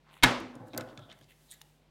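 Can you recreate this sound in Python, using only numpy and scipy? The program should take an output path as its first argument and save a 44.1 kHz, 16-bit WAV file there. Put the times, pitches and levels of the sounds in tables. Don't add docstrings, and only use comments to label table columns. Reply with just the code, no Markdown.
import sys
import numpy as np
from scipy import signal
from scipy.fft import rfft, irfft
from scipy.io import wavfile
from scipy.ndimage import uniform_filter1d

SR = 44100
rng = np.random.default_rng(int(sys.argv[2]) if len(sys.argv) > 2 else 0)


def ratio(d):
    e = np.asarray(d, float) / 20
    return 10 ** e


def unload_wav(signal):
    wavfile.write(
        sys.argv[1],
        SR,
        np.round(np.clip(np.atleast_2d(signal).T, -1, 1) * 32767).astype(np.int16),
    )


N = 83790
T = np.arange(N) / SR

# pitch in Hz, level in dB, t60 in seconds.
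TRAY_MODES = [(980, -4, 0.02), (1160, -10.5, 0.047), (1516, -4.5, 0.025), (1700, -5, 0.059),
              (2147, 3.5, 0.018), (2600, 0, 0.013), (3284, -0.5, 0.024), (3800, 2, 0.015),
              (4700, -14.5, 0.0062)]


def level(x, db):
    return x * ratio(db) / np.sqrt(np.mean(x ** 2))


def band(x, hz, width_hz):
    return signal.lfilter(*signal.iirpeak(min(hz, .45 * SR), hz / width_hz, fs=SR), x)


def steep_band(x, hz, width_hz):
    return band(band(x, hz, width_hz), hz, width_hz)


def ring(x, modes):
    out = 0
    for k, (hz, db, t60) in enumerate(modes):
        pole = np.exp(2j * np.pi * hz / SR - np.log(1000) / (t60 * SR))
        out = out + (-1) ** k * ratio(db) * signal.lfilter([1], [1, -pole], x).imag
    return out / 20


def soft(x, push_s):
    keep = np.exp(-1 / (push_s * SR))
    once = signal.lfilter([1 - keep], [1, -keep], x)
    return signal.lfilter([1 - keep], [1, -keep], once)


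def blow(at, push_s):
    t = np.maximum(T - at, 0) / push_s
    return t * np.exp(-t) / (push_s * SR)


def burst(at, t60):
    return np.clip((T - at) * SR / 4, 0, 1) * ratio(-60 * np.maximum(T - at, 0) / t60)


def walk(rate):
    k = int(SR / rate)
    steps = np.repeat(rng.standard_normal(N // k + 1), k)
    return 1.3 * uniform_filter1d(steps, k)[:N]


def air():
    # frequency in Hz, density in dB per Hz.
    air_spectrum = [(30, -19), (55, -20), (110, -16.5), (200, -14.5), (900, -23), (1200, -28.5),
                    (3700, -31), (16000, -60.5)]
    # frequency in Hz, level in dB rms.
    mains = [(50, -71.5), (150, -69)]
    air_db, wobble_db = -69, 1.2
    hz = np.maximum(np.arange(N // 2 + 1) * SR / N, 1)
    shape_hz, shape_db = np.array(air_spectrum).T
    shape = np.interp(np.log(hz), np.log(shape_hz), shape_db)
    spectrum = rfft(rng.standard_normal(N)) * ratio(shape) * (hz > 20)
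    out = level(irfft(spectrum, N), air_db)
    for f, db in mains:
        out = out + ratio(db + wobble_db * walk(14)) * np.sqrt(2) * np.sin(2 * np.pi * f * T)
    return out


def sleeve():
    # time in seconds, level in dB.
    rustle = [(0, -87), (.7, -78), (.8, -71), (1.25, -78), (1.4, -69.5), (1.6, -70), (1.8, -79.5),
              (1.9, -89)]
    cloth = level(band(rng.standard_normal(N), 6000, 12000), 0) * ratio(walk(14))
    return cloth * ratio(np.interp(T, *np.array(rustle).T))


def scrapes():
    # start in seconds, length in seconds, level in dB, pitch in Hz, width in Hz.
    strokes = [(0.071, 0.17, -62.5, 2300, 1700), (0.03, 0.17, -62.5, 1100, 1100),
               (0.095, 0.12, -66.5, 7850, 9000), (0.69, 0.077, -67, 3800, 580),
               (.65, 0.055, -70, 7900, 9600), (0.862, 0.067, -62.5, 3340, 1900),
               (0.738, 0.12, -58.5, 2650, 2500), (0.957, 0.13, -62.5, 3440, 480),
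               (0.967, 0.18, -70, 1380, 300), (1.082, 0.056, -54.5, 3170, 710),
               (1.2, 0.068, -68, 3800, 5200), (1.092, 0.057, -57, 1870, 1360),
               (1.3, 0.037, -67.5, 2300, 1050), (1.277, 0.056, -63, 2770, 1600),
               (1.28, .055, -66, 9400, 10000), (1.475, 0.099, -60, 3700, 850),
               (1.497, 0.039, -51.5, 8900, 2800), (1.518, 0.035, -57.5, 7500, 1220),
               (1.51, 0.044, -60, 1920, 420), (1.499, 0.063, -61.5, 12300, 1210),
               (1.57, 0.016, -69, 11300, 300)]
    grain_db, grains_per_s = 3, 830
    grain = ratio(grain_db * walk(grains_per_s)) * rng.standard_normal(N)
    out = 0
    for s, length, db, hz, width_hz in strokes:
        swell = np.sin(np.pi * np.clip((T - s) / length, 0, 1)) ** 1.5
        out = out + level(steep_band(grain, hz, 1.2 * width_hz), db) * swell
    return out


def ticks():
    # start in seconds, level in dB, pitch in Hz, knock into the tray in dB.
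    clicks = [(0.104, -65, 800, 6), (0.167, -39, 1700, -20), (0.186, -60, 1780, 12),
              (0.402, -45.5, 7150, -38.5), (0.5532, -49, 6340, -12), (.600, -66, 4900, -10),
              (0.684, -55.5, 3800, 2), (0.7332, -46.5, 3600, 7.5), (0.739, -56.5, 9000, 17),
              (0.7468, -47, 4480, 9), (.761, -58, 8000, -20), (0.7763, -23, 8400, -64),
              (0.8087, -52, 11000, -30), (0.7807, -26.5, 1200, -22), (0.797, -27, 900, -20),
              (0.809, -35.5, 4950, 3.5), (0.928, -56, 1500, 2.5), (0.9747, -40.5, 4000, -0.5),
              (.9920, -46.5, 4170, -5), (1.098, -51, 3510, 6), (1.126, -50.5, 5394, 7),
              (1.188, -55, 2600, -5), (1.189, -59, 9000, -10), (1.211, -51, 2530, 3),
              (1.212, -60, 8450, -6), (1.533, -54, 3900, -3), (1.515, -52, 9000, -15),
              (1.52, -51.5, 9000, -30), (1.609, -58, 9000, -14), (1.6157, -43.5, 8450, -26),
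              (1.614, -40.5, 2300, -18)]
    # pitch in Hz, level in dB, t60 in seconds.
    blades = [(3800, -3, .05), (5200, -4.5, .03), (7000, -0.5, .03), (8350, 0, 0.025), (11000, -22, 0.047),
              (12700, -5.5, .04)]
    click_t60_s, steel_db = .016, -14.5
    hand_damping = 0.6
    noise, out, knock = rng.standard_normal(N), 0, 0
    for s, db, hz, knock_db in clicks:
        click = ratio(db) * burst(s, click_t60_s) * noise
        edges = [hz / 2.3, min(hz * 1.8, .45 * SR)]
        sos = signal.butter(4, edges, "bandpass", fs=SR, output="sos")
        out = out + signal.sosfilt(sos, click)
        knock = knock + ratio(knock_db) * click
    held_tray = [(hz, db, hand_damping * t60) for hz, db, t60 in TRAY_MODES]
    return out + ratio(steel_db) * ring(out, blades) + ring(knock, held_tray)


def tray():
    # start in seconds, level in dB, rattle length in seconds, crack in dB.
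    contacts = [
        (0.2254, -29, 0.019, -14.5),
        (0.2315, -19.5, 0.011, -1.5),
        (.2350, -11, 0.01, 4.5),
        (0.2387, -9.5, 0.0044, -1),
        (0.2445, -17, 0.0013, -3),
        (.247, -20.5, 0.0034, -12),
    ]
    # pitch in Hz, level in dB, t60 in seconds.
    table_modes = [(62, -14.5, .25), (40, -24, .1), (123.2, -1, .2), (245.7, -6, 0.12), (263, 2, 0.09),
                   (388, -4, .07), (184, -5.5, 0.12), (344, -10.5, 0.13), (527, -8, 0.052), (658, 0, 0.11),
                   (800, 0.5, 0.052), (1059, -7.5, 0.065)]
    strike_db, clap_db, crack_db, thud_db = 5, 0.5, -4, -2
    crack_t60_s, thud_push_s = .012, 0.00043
    noise = rng.standard_normal(N)
    rattle, crack, strike, thud = 0, 0, 0, 0
    for k, (s, db, length, sharp_db) in enumerate(contacts):
        rattle = rattle + ratio(db) * burst(s, 4 * length) * noise
        crack = crack + ratio(db + sharp_db) * burst(s, crack_t60_s) * noise
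        strike = strike + (-1) ** k * ratio(db + strike_db) * blow(s, 1 / SR)
        thud = thud + ratio(db) * blow(s, thud_push_s)
    walls = ring(10 * strike + 1.2 * rattle, TRAY_MODES)
    clap = ratio(clap_db) * steep_band(rattle, 2560, 4600)
    snap = ratio(crack_db) * band(crack, 6500, 9000)
    wood = ratio(thud_db) * 10 * ring(thud, table_modes)
    return walls + clap + snap + wood


def carrots():
    # time in seconds, force in dB.
    roll_force = [(.25, -42.5), (.4, -49.5), (.52, -60), (.56, -54), (.605, -53.5), (.67, -56), (.725, -68),
                  (.74, -43), (.8, -44), (.9, -53), (1.0, -57.5), (1.14, -65.5), (1.28, -78.5)]
    # start in seconds, force in dB, push in seconds.
    falls = [(.548, -34, 0.00044), (.56, -31, 0.00033), (.6, -26.5, 0.00029), (.612, -24.5, 0.0013),
             (.633, -33, 0.00064), (.671, -36, .0001), (.747, -26, 0.00018), (.765, -15.5, 0.0017),
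             (.781, -20.5, 0.000088), (.797, -24, 0.0014), (.82, -32, 0.000067), (.9, -37.5, 0.00017),
             (.926, -34, 0.000078), (.976, -21.5, .001), (.993, -36.5, 0.000069), (1.03, -41, 0.0016),
             (1.15, -37, 0.00092), (1.212, -36, 0.00029)]
    # pitch in Hz, level in dB, t60 in seconds.
    loaded = [(110.9, -0.5, 0.088), (140, 1, 0.11), (248, -2.5, .09), (294, -2, 0.071), (338.8, -5, 0.073),
              (530, 0, .055), (561, -1, .045), (684, -1, .05), (800, -3.5, 0.036), (1042, -2.5, 0.025),
              (1287, -4, 0.027), (1545, -3.5, 0.03), (1852, -4.5, 0.018), (2130, -8.5, .02)]
    bumps_per_s, scatter_db, shift_db, push = 500, 3.5, 2.5, 0.00011
    roll_damping = .7
    rolling = 0
    for detune in (-.06, 0, .06):
        hit = rng.random(N) < bumps_per_s / SR
        size, sign = rng.exponential(size=N), rng.standard_normal(N)
        force = ratio(scatter_db * size / 2 + shift_db * walk(17))
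        bumps = soft(hit * sign * force, push)
        modes = [(hz * (1 + detune), db, t60 * roll_damping) for hz, db, t60 in loaded[2:]]
        rolling = rolling + ring(bumps, modes)
    rolling = level(rolling, 0) * ratio(np.interp(T, *np.array(roll_force).T, left=-120, right=-120))
    drops = 0
    for k, (s, db, push_s) in enumerate(falls):
        drops = drops + 2 * (-1) ** k * ratio(db) * blow(s, push_s)
    low_cut = signal.butter(2, 70, "highpass", fs=SR, output="sos")
    return signal.sosfilt(low_cut, rolling + ring(drops, loaded))


def thumps():
    # start in seconds, level in dB, pitch in Hz, t60 in seconds.
    knocks = [(.3, -34, 660, 0.12), (.285, -33.5, 234.3, 0.23), (.307, -26.5, 253.7, 0.19),
              (.33, -35.5, 664, 0.088), (.336, -29, 250, 0.17), (0.368, -43, 60, 0.12),
              (.385, -39, 240, .08), (.405, -39, 330.4, 0.16), (.41, -33, 232, 0.07), (.41, -44, 101, 0.13),
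              (.44, -39, 255, 0.2), (.5, -46.5, 250, .2), (.549, -46, 300, .06), (.551, -44.5, 529, .08),
              (.562, -41.5, 271, 0.13), (.6, -44, 190, 0.069), (.6, -50, 1045, 0.045),
              (.628, -50, 853, 0.067), (.612, -44, 515, .06), (.63, -47, 130, 0.11),
              (.632, -42.5, 509, 0.12), (.67, -44.5, 304, 0.11), (.672, -56, 1700, 0.035),
              (.752, -41, 263, .07), (.78, -33, 514, 0.064), (0.7798, -35, 1500, 0.032),
              (.7806, -40.5, 2060, 0.031), (.782, -32, 331, 0.055), (.794, -36, 263, 0.066),
              (.806, -40, 1430, 0.048), (.812, -44, 1700, .04), (.815, -39.5, 636, .05),
              (0.854, -52, 1450, 0.033), (.926, -43, 298, .08), (.9262, -47, 690, 0.045),
              (.975, -44.5, 3500, 0.036), (.977, -45.5, 136, 0.11), (.988, -47.5, 1340, 0.065),
              (.997, -47.5, 595, 0.074), (1.093, -48, 650, 0.042), (1.1, -55.5, 200, 0.084),
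              (1.21, -52, 371.5, .04), (1.6145, -55.5, 850, 0.028), (1.615, -48, 2890, 0.018)]
    rise_cycles = .6
    out = 0
    for s, db, hz, t60 in knocks:
        swell = 1 - np.exp(-np.maximum(T - s, 0) * hz / rise_cycles)
        out = out + ratio(db) * burst(s, t60) * swell * np.sin(2 * np.pi * hz * (T - s))
    return out


def room(x):
    # octave centre in Hz, level in dB, t60 in seconds.
    octaves = [(124, -19.5, .35), (237, -20.5, 0.44), (492, -18, 0.56), (1050, -13.5, 0.5),
               (1980, -16, .48), (3600, -16, 0.42), (6000, -25, 0.52), (9000, -20, 0.29), (13000, -19, .3)]
    delay_s = 0.0019
    t = T[:SR]
    tail = 0
    for hz, db, t60 in octaves:
        noise = steep_band(rng.standard_normal(SR), hz, hz)
        tail = tail + ratio(db - 60 * t / t60) * noise / np.sqrt(hz * t60 / 10)
    return signal.fftconvolve(x, tail * np.clip(t / delay_s - 1, 0, 1))[:N]


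def scene():
    still_air = air()
    hands = sleeve() + scrapes() + carrots() + thumps()
    clicks = ticks()
    pulse = ratio(19.5) * band(blow(.236, 1 / SR), 1500, 7700)
    hands_wet_db, clicks_wet_db = -4.5, -12
    to_room = pulse + ratio(hands_wet_db) * hands + ratio(clicks_wet_db) * clicks
    return (tray() + hands + clicks + room(to_room) + still_air)[None]


def low_pass(x):
    return signal.sosfilt(signal.butter(12, 16850, fs=SR, output="sos"), x)


def record(dry):
    ceiling, low_cut_hz, top_hz = .6, 18, 16400
    low_cut = signal.butter(1, low_cut_hz, "highpass", fs=SR, output="sos")
    top_cut = signal.ellip(12, .2, 100, top_hz, fs=SR, output="sos")
    rounded = ceiling * np.tanh(signal.sosfilt(low_cut, dry) / ceiling)
    return low_pass(signal.sosfilt(top_cut, rounded))


dry = scene()
out = record(dry)
unload_wav(out)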